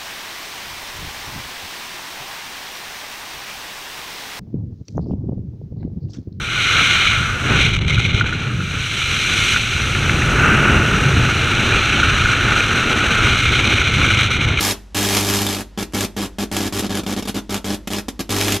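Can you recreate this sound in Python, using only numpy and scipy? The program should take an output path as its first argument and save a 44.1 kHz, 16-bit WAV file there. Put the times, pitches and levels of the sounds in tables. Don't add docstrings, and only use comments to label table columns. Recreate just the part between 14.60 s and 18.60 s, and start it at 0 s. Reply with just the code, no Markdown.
import sys
import numpy as np
from scipy import signal
from scipy.fft import rfft, irfft
from scipy.io import wavfile
from scipy.ndimage import uniform_filter1d

SR = 44100
rng = np.random.default_rng(int(sys.argv[2]) if len(sys.argv) > 2 else 0)


def pcm_store(signal):
    levels = np.round(np.clip(np.atleast_2d(signal), -1, 1) * 32767)
    wavfile.write(sys.argv[1], SR, levels.astype(np.int16).T)


N = 176400

HALF_CYCLE_HZ, STRIKE_PHASE = 100.1, .68
THUMP_DB, THUMP_SCATTER_DB, JITTER_S = -22, 2, .00019
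COLLAPSE_DB, COLLAPSE_S, WANDER_S = -1.5, 0.005005, 0.0005
HUM_DB, HUM_SCATTER_DB, QUENCH_S = -23, 1.5, 0.00621
SIZZLE_DB, SIZZLE_SCATTER_DB, POLARITY_DB = -26.5, 0.38, 1.5
SIZZLE_RISE_S, SIZZLE_HOLD_S, SIZZLE_FALL_S = 0.0013, 0.0039, 0.0038
WARM_UP_DB, WARM_UP_S = -0.5, 0.0083
SPITS_PER_S, SPIT_SPREAD_DB, STEAM_SHARE_DB, SNAP_DB = 2600, 3.8, -9, 12


def undb(db):
    return 10 ** (np.asarray(db) / 20)


def unit(x):
    return x / np.sqrt(np.mean(x ** 2))


def at(hz, table, column=1):
    table = np.array(table, float)
    return np.interp(np.log(np.maximum(hz, 1)), np.log(table[:, 0]), table[:, column])


def convolve(x, response):
    return signal.fftconvolve(x, response)[:N]


def colour(x, spectrum, size=8192):
    gain = undb(at(np.fft.rfftfreq(size, 1 / SR), spectrum))
    cepstrum = irfft(np.log(gain))
    cepstrum[1:size // 2] *= 2
    cepstrum[size // 2 + 1:] = 0
    response = irfft(np.exp(rfft(cepstrum)))
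    return convolve(x, response / np.linalg.norm(response))


def clicks(times_s, sizes):
    inside = (times_s >= 0) & (times_s < (N - 1) / SR)
    return np.bincount((times_s[inside] * SR).astype(int), sizes[inside], N)


def decay(impulses, tau_s):
    return convolve(impulses, np.exp(-np.arange(SR // 20) / SR / tau_s))


def background(noise_db=-47.5):
    # f/Hz, rms level/dB
    partials = [(49.6, -41), (100.1, -52), (200.2, -61.5)]
    # f/Hz, level/dB
    noise_shape = [(15, -7), (28, -19), (45, -21.5), (65, 5), (115, -24), (196, -13), (400, -20),
                   (800, -25.5), (2240, -30), (6000, -35), (11500, -49), (15000, -70)]
    t = np.arange(N) / SR
    hum = sum(np.sqrt(2) * undb(db) * np.sin(2 * np.pi * (hz * t + rng.random())) for hz, db in partials)
    return hum + undb(noise_db) * colour(rng.standard_normal(N), noise_shape)


def workshop(early_db=-1.5, early_decay_s=0.014):
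    # f/Hz, level/dB, t60/s
    reverb = [(100, -11.5, 1), (244, -9, 0.32), (600, -8.5, 0.29), (2000, -9, 0.22), (5000, -16.5, 0.32),
              (14000, -16, 0.3)]
    t = np.arange(SR // 2) / SR
    hz = np.fft.rfftfreq(len(t), 1 / SR)
    noise, tail = rfft(rng.standard_normal(len(t))), 0
    for low_hz in 60 * 2. ** np.arange(9):
        centre_hz = low_hz * np.sqrt(2)
        octave = irfft(noise * ((hz >= low_hz) & (hz < 2 * low_hz)), len(t))
        fade = np.exp(-np.log(1000) * t / at(centre_hz, reverb, column=2)) * np.clip(t / 0.01, 0, 1)
        tail = tail + undb(at(centre_hz, reverb)) * fade / np.linalg.norm(fade) * octave
    early = rng.standard_normal(len(t)) * np.exp(-t / early_decay_s)
    highpass = signal.butter(2, 900, "high", fs=SR, output="sos")
    return tail + undb(early_db) * signal.sosfilt(highpass, early / np.linalg.norm(early))


def tray(crackle, ring_db=-3):
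    # f/Hz, level/dB, t60/s
    modes = [(2170, -6, .04), (2412, -4, .05), (2573, -2, .035), (2792, -3, .05), (3257, -3, .04),
             (3669, -1, .04), (4070, -1, .035), (5070, -5, .03)]
    t = np.arange(SR // 4) / SR
    ring = 0
    for hz, db, t60_s in modes:
        rate = np.log(1000) / t60_s
        ring = ring + undb(db + ring_db) * 2 * rate / SR * np.exp(-rate * t) * np.cos(2 * np.pi * hz * t)
    return crackle + convolve(crackle, ring)


def squeaks(length_s=.011, waver_depth=.04):
    # t/s, f/Hz, level/dB
    whistles = [(0.867, 3520, -19.5), (3.363, 5120, -27.5), (3.883, 3750, -32)]
    t, out = np.arange(N) / SR, 0
    for start_s, hz, db in whistles:
        waver = unit(uniform_filter1d(rng.standard_normal(N), size=64))
        pitch_hz = hz * (1 + waver_depth * waver)
        swell = np.sin(np.pi * np.sqrt(np.clip((t - start_s) / length_s, 0, 1)))
        out = out + undb(db) * swell * np.sin(2 * np.pi * np.cumsum(pitch_hz) / SR)
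    return out


def pops(gain_db=-4.5, spray_decay_s=0.0015):
    # t/s, level/dB
    events = [(.699, 0.5), (0.7376, -3), (0.758, -5), (.818, -0.5), (.866, -3), (0.948, -6.5),
              (1.007, -10.5), (1.324, -25.5), (1.408, -4), (1.9662, -0.5), (2.194, -3), (2.353, -6.5),
              (2.373, -4.5), (2.653, -22), (2.682, -11), (2.944, -3.5), (3.334, -4.5), (3.812, 0),
              (3.882, 0), (3.922, 0.5)]
    times_s, db = np.array(events).T
    cracks = clicks(times_s, undb(db + gain_db))
    return 0.87 * cracks + 0.48 * decay(cracks, spray_decay_s) * rng.standard_normal(N)


def flame(times_s, thump, flutter_db=-28.5, rasp_db=-30.5, rasp_decay_s=0.0044):
    # f/Hz, level/dB
    flutter_shape = [(90, -42.5), (170, -21), (220, -4), (270, 5), (350, 7), (460, -6.5), (600, -7.5),
                     (1200, -44.5)]
    # f/Hz, level/dB
    rasp_shape = [(200, -11), (500, -1), (800, -3.5), (1050, -2), (1700, -6.5), (2500, -9), (3400, -3.5),
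                  (6000, -11.5), (10000, -23), (15000, -53)]
    strikes = clicks(times_s, thump)
    fed = convolve(strikes, np.ones(int(SR / HALF_CYCLE_HZ)))
    flutter = colour(fed * rng.standard_normal(N), flutter_shape)
    rasp = colour(2 * decay(strikes, rasp_decay_s) * rng.standard_normal(N), rasp_shape)
    return undb(flutter_db) * flutter + undb(rasp_db) * rasp


def half_cycles():
    # t/s, length/s, thump/dB, hum/dB, sizzle/dB
    bursts = [(0.0, .13, -8, -2, 4), (.346, .68, -6, 0, 2.5), (1.176, .06, -1, -11, -5),
              (1.336, .12, 1, -6, -1), (1.565, .10, .5, -11, -5.5), (1.785, .06, 1, -11, -4.5),
              (1.915, .17, 0, -8, -2.5), (2.124, .09, -1, -7, -3), (2.224, .05, .5, -13, -11),
              (2.294, .11, 1, -9, -8), (2.434, .01, -3, -16, -9), (2.464, .08, 0, -12, -6.5),
              (2.564, .04, 1, -9, -7), (2.624, .01, -1, -16, -8), (2.654, .01, -1, -16, -7),
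              (2.674, .03, 0, -9, -4), (2.744, .05, 0, -11, -7), (2.894, .09, 0, -9, -6),
              (3.044, .11, 0, -9, -6), (3.274, .01, 0, -16, -1), (3.304, .10, -1, -11, -5),
              (3.484, .01, 1, -14, -2), (3.594, .02, .5, -8, 0), (3.694, .28, -1, -3, 1)]
    # t/s, sizzle/dB, thump/dB, hum/dB
    drying = [(.34, 3, -2, 0.5), (.48, 3, -9, -1.5), (.575, 5.5, -4.5, 0.5), (.63, 0, -2, 0.5),
              (.75, 3.5, -10, 0), (.85, -2.5, -3.5, -2.5), (.92, -1, -2, -5), (1.02, -12, -2.5, -13),
              (1.15, 1.5, -4.5, 3.5)]
    k = np.arange(-1, int(N / SR * HALF_CYCLE_HZ) + 1)
    times_s = np.maximum((k + STRIKE_PHASE) / HALF_CYCLE_HZ, 0)
    gains = np.zeros((3, len(k)))
    for start_s, length_s, *db in bursts:
        first = np.round(start_s * HALF_CYCLE_HZ - STRIKE_PHASE)
        on = (k >= first) & (k < first + max(1, np.round(length_s * HALF_CYCLE_HZ)))
        gains[:, on] = undb(db)[:, None]
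        gains[2, on] *= undb(WARM_UP_DB * np.exp(-(times_s[on] - start_s) / WARM_UP_S))
    knots_s, *offsets_db = np.array(drying).T
    sizzle_db, thump_db, hum_db = (np.interp(times_s, knots_s, db) for db in offsets_db)
    scatter = rng.standard_normal((len(k), 3)).T
    thump_db += THUMP_SCATTER_DB * scatter[0]
    hum_db += HUM_SCATTER_DB * scatter[1]
    sizzle_db += SIZZLE_SCATTER_DB * scatter[2] + POLARITY_DB * np.cos(np.pi * k)
    return times_s, gains * undb([thump_db, hum_db, sizzle_db])


def buzz(times_s, thump, hum):
    # f/Hz, level/dB
    thump_shape = [(40, -44.5), (100, -7), (150, -10.5), (200, 1.5), (290, -4), (400, -11.5), (550, -17),
                   (900, -23), (1600, -34), (5000, -65)]
    # f/Hz, level/dB
    hum_shape = [(40, -18), (100, -1), (150, -9.5), (200, 2.5), (300, -8.5), (400, -5.5), (550, -26),
                 (900, -36), (3000, -60)]
    scatter = rng.standard_normal((len(times_s), 3)).T
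    jitter_s = JITTER_S * scatter[:2]
    wander_s = WANDER_S * np.sqrt(3) * uniform_filter1d(scatter[2], size=3)
    strikes = clicks(times_s + jitter_s[0], thump)
    collapses = undb(COLLAPSE_DB) * clicks(times_s + COLLAPSE_S + wander_s, thump)
    quenches = clicks(times_s + QUENCH_S + jitter_s[1] + .4 * wander_s, hum)
    thumping = undb(THUMP_DB) * colour(strikes + collapses, thump_shape)
    humming = undb(HUM_DB) * colour(quenches, hum_shape)
    return -(thumping + humming) * np.sqrt(SR / HALF_CYCLE_HZ)


def sizzle(times_s, gain):
    age_s = np.arange(SR // 50) / SR
    rise = 1 - np.exp(-age_s / SIZZLE_RISE_S)
    fall = np.exp(-np.maximum(age_s - SIZZLE_HOLD_S, 0) / SIZZLE_FALL_S)
    sizes = undb(SPIT_SPREAD_DB * np.minimum(rng.exponential(size=N), 3.6))
    spitting = rng.random(N) < SPITS_PER_S / SR
    spits = unit(spitting * sizes * np.sign(rng.standard_normal(N)))
    steam = undb(STEAM_SHARE_DB) * rng.standard_normal(N)
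    strikes = clicks(times_s + JITTER_S * rng.standard_normal(len(times_s)), gain)
    current = convolve(strikes, rise * fall)
    return undb(SIZZLE_DB) * (current * (spits + steam) + undb(SNAP_DB) * strikes)


def scene():
    # f/Hz, level/dB
    crackle_shape = [(80, -31.5), (250, 3.5), (500, 0), (850, 2.5), (1700, -1.5), (2500, -1), (4000, -1),
                     (6500, -3), (9000, -8), (12300, -5.5), (13300, -13.5), (15500, -25)]
    # f/Hz, side gain/dB
    width = [(60, -29), (300, -11), (1000, -9.5), (2500, -34.5), (3600, -17.5), (5000, -4.5), (8000, -2),
             (15000, 3.5)]
    times_s, (thump, hum, fizz) = half_cycles()
    body = buzz(times_s, thump, hum) + flame(times_s, thump)
    crackle = sizzle(times_s, fizz) / np.sqrt(2) + pops()
    first_arc = tray(colour(crackle, crackle_shape)) + body + squeaks()
    second_arc = tray(colour(sizzle(times_s, fizz) / np.sqrt(2), crackle_shape))
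    mid, side = background(), 0
    for arc in (first_arc, second_arc):
        mid = mid + arc + convolve(arc, workshop())
        side = side + convolve(arc, workshop())
    side_gain = undb(at(np.fft.rfftfreq(2 * N, 1 / SR), width))
    side = irfft(rfft(side, 2 * N) * side_gain)[:N]
    return np.array([mid + side, mid - side])


def record(dry, cutoff_hz=15500):
    return signal.sosfilt(signal.ellip(8, .2, 80, cutoff_hz, fs=SR, output="sos"), dry)


dry = scene()
out = record(dry)
pcm_store(out)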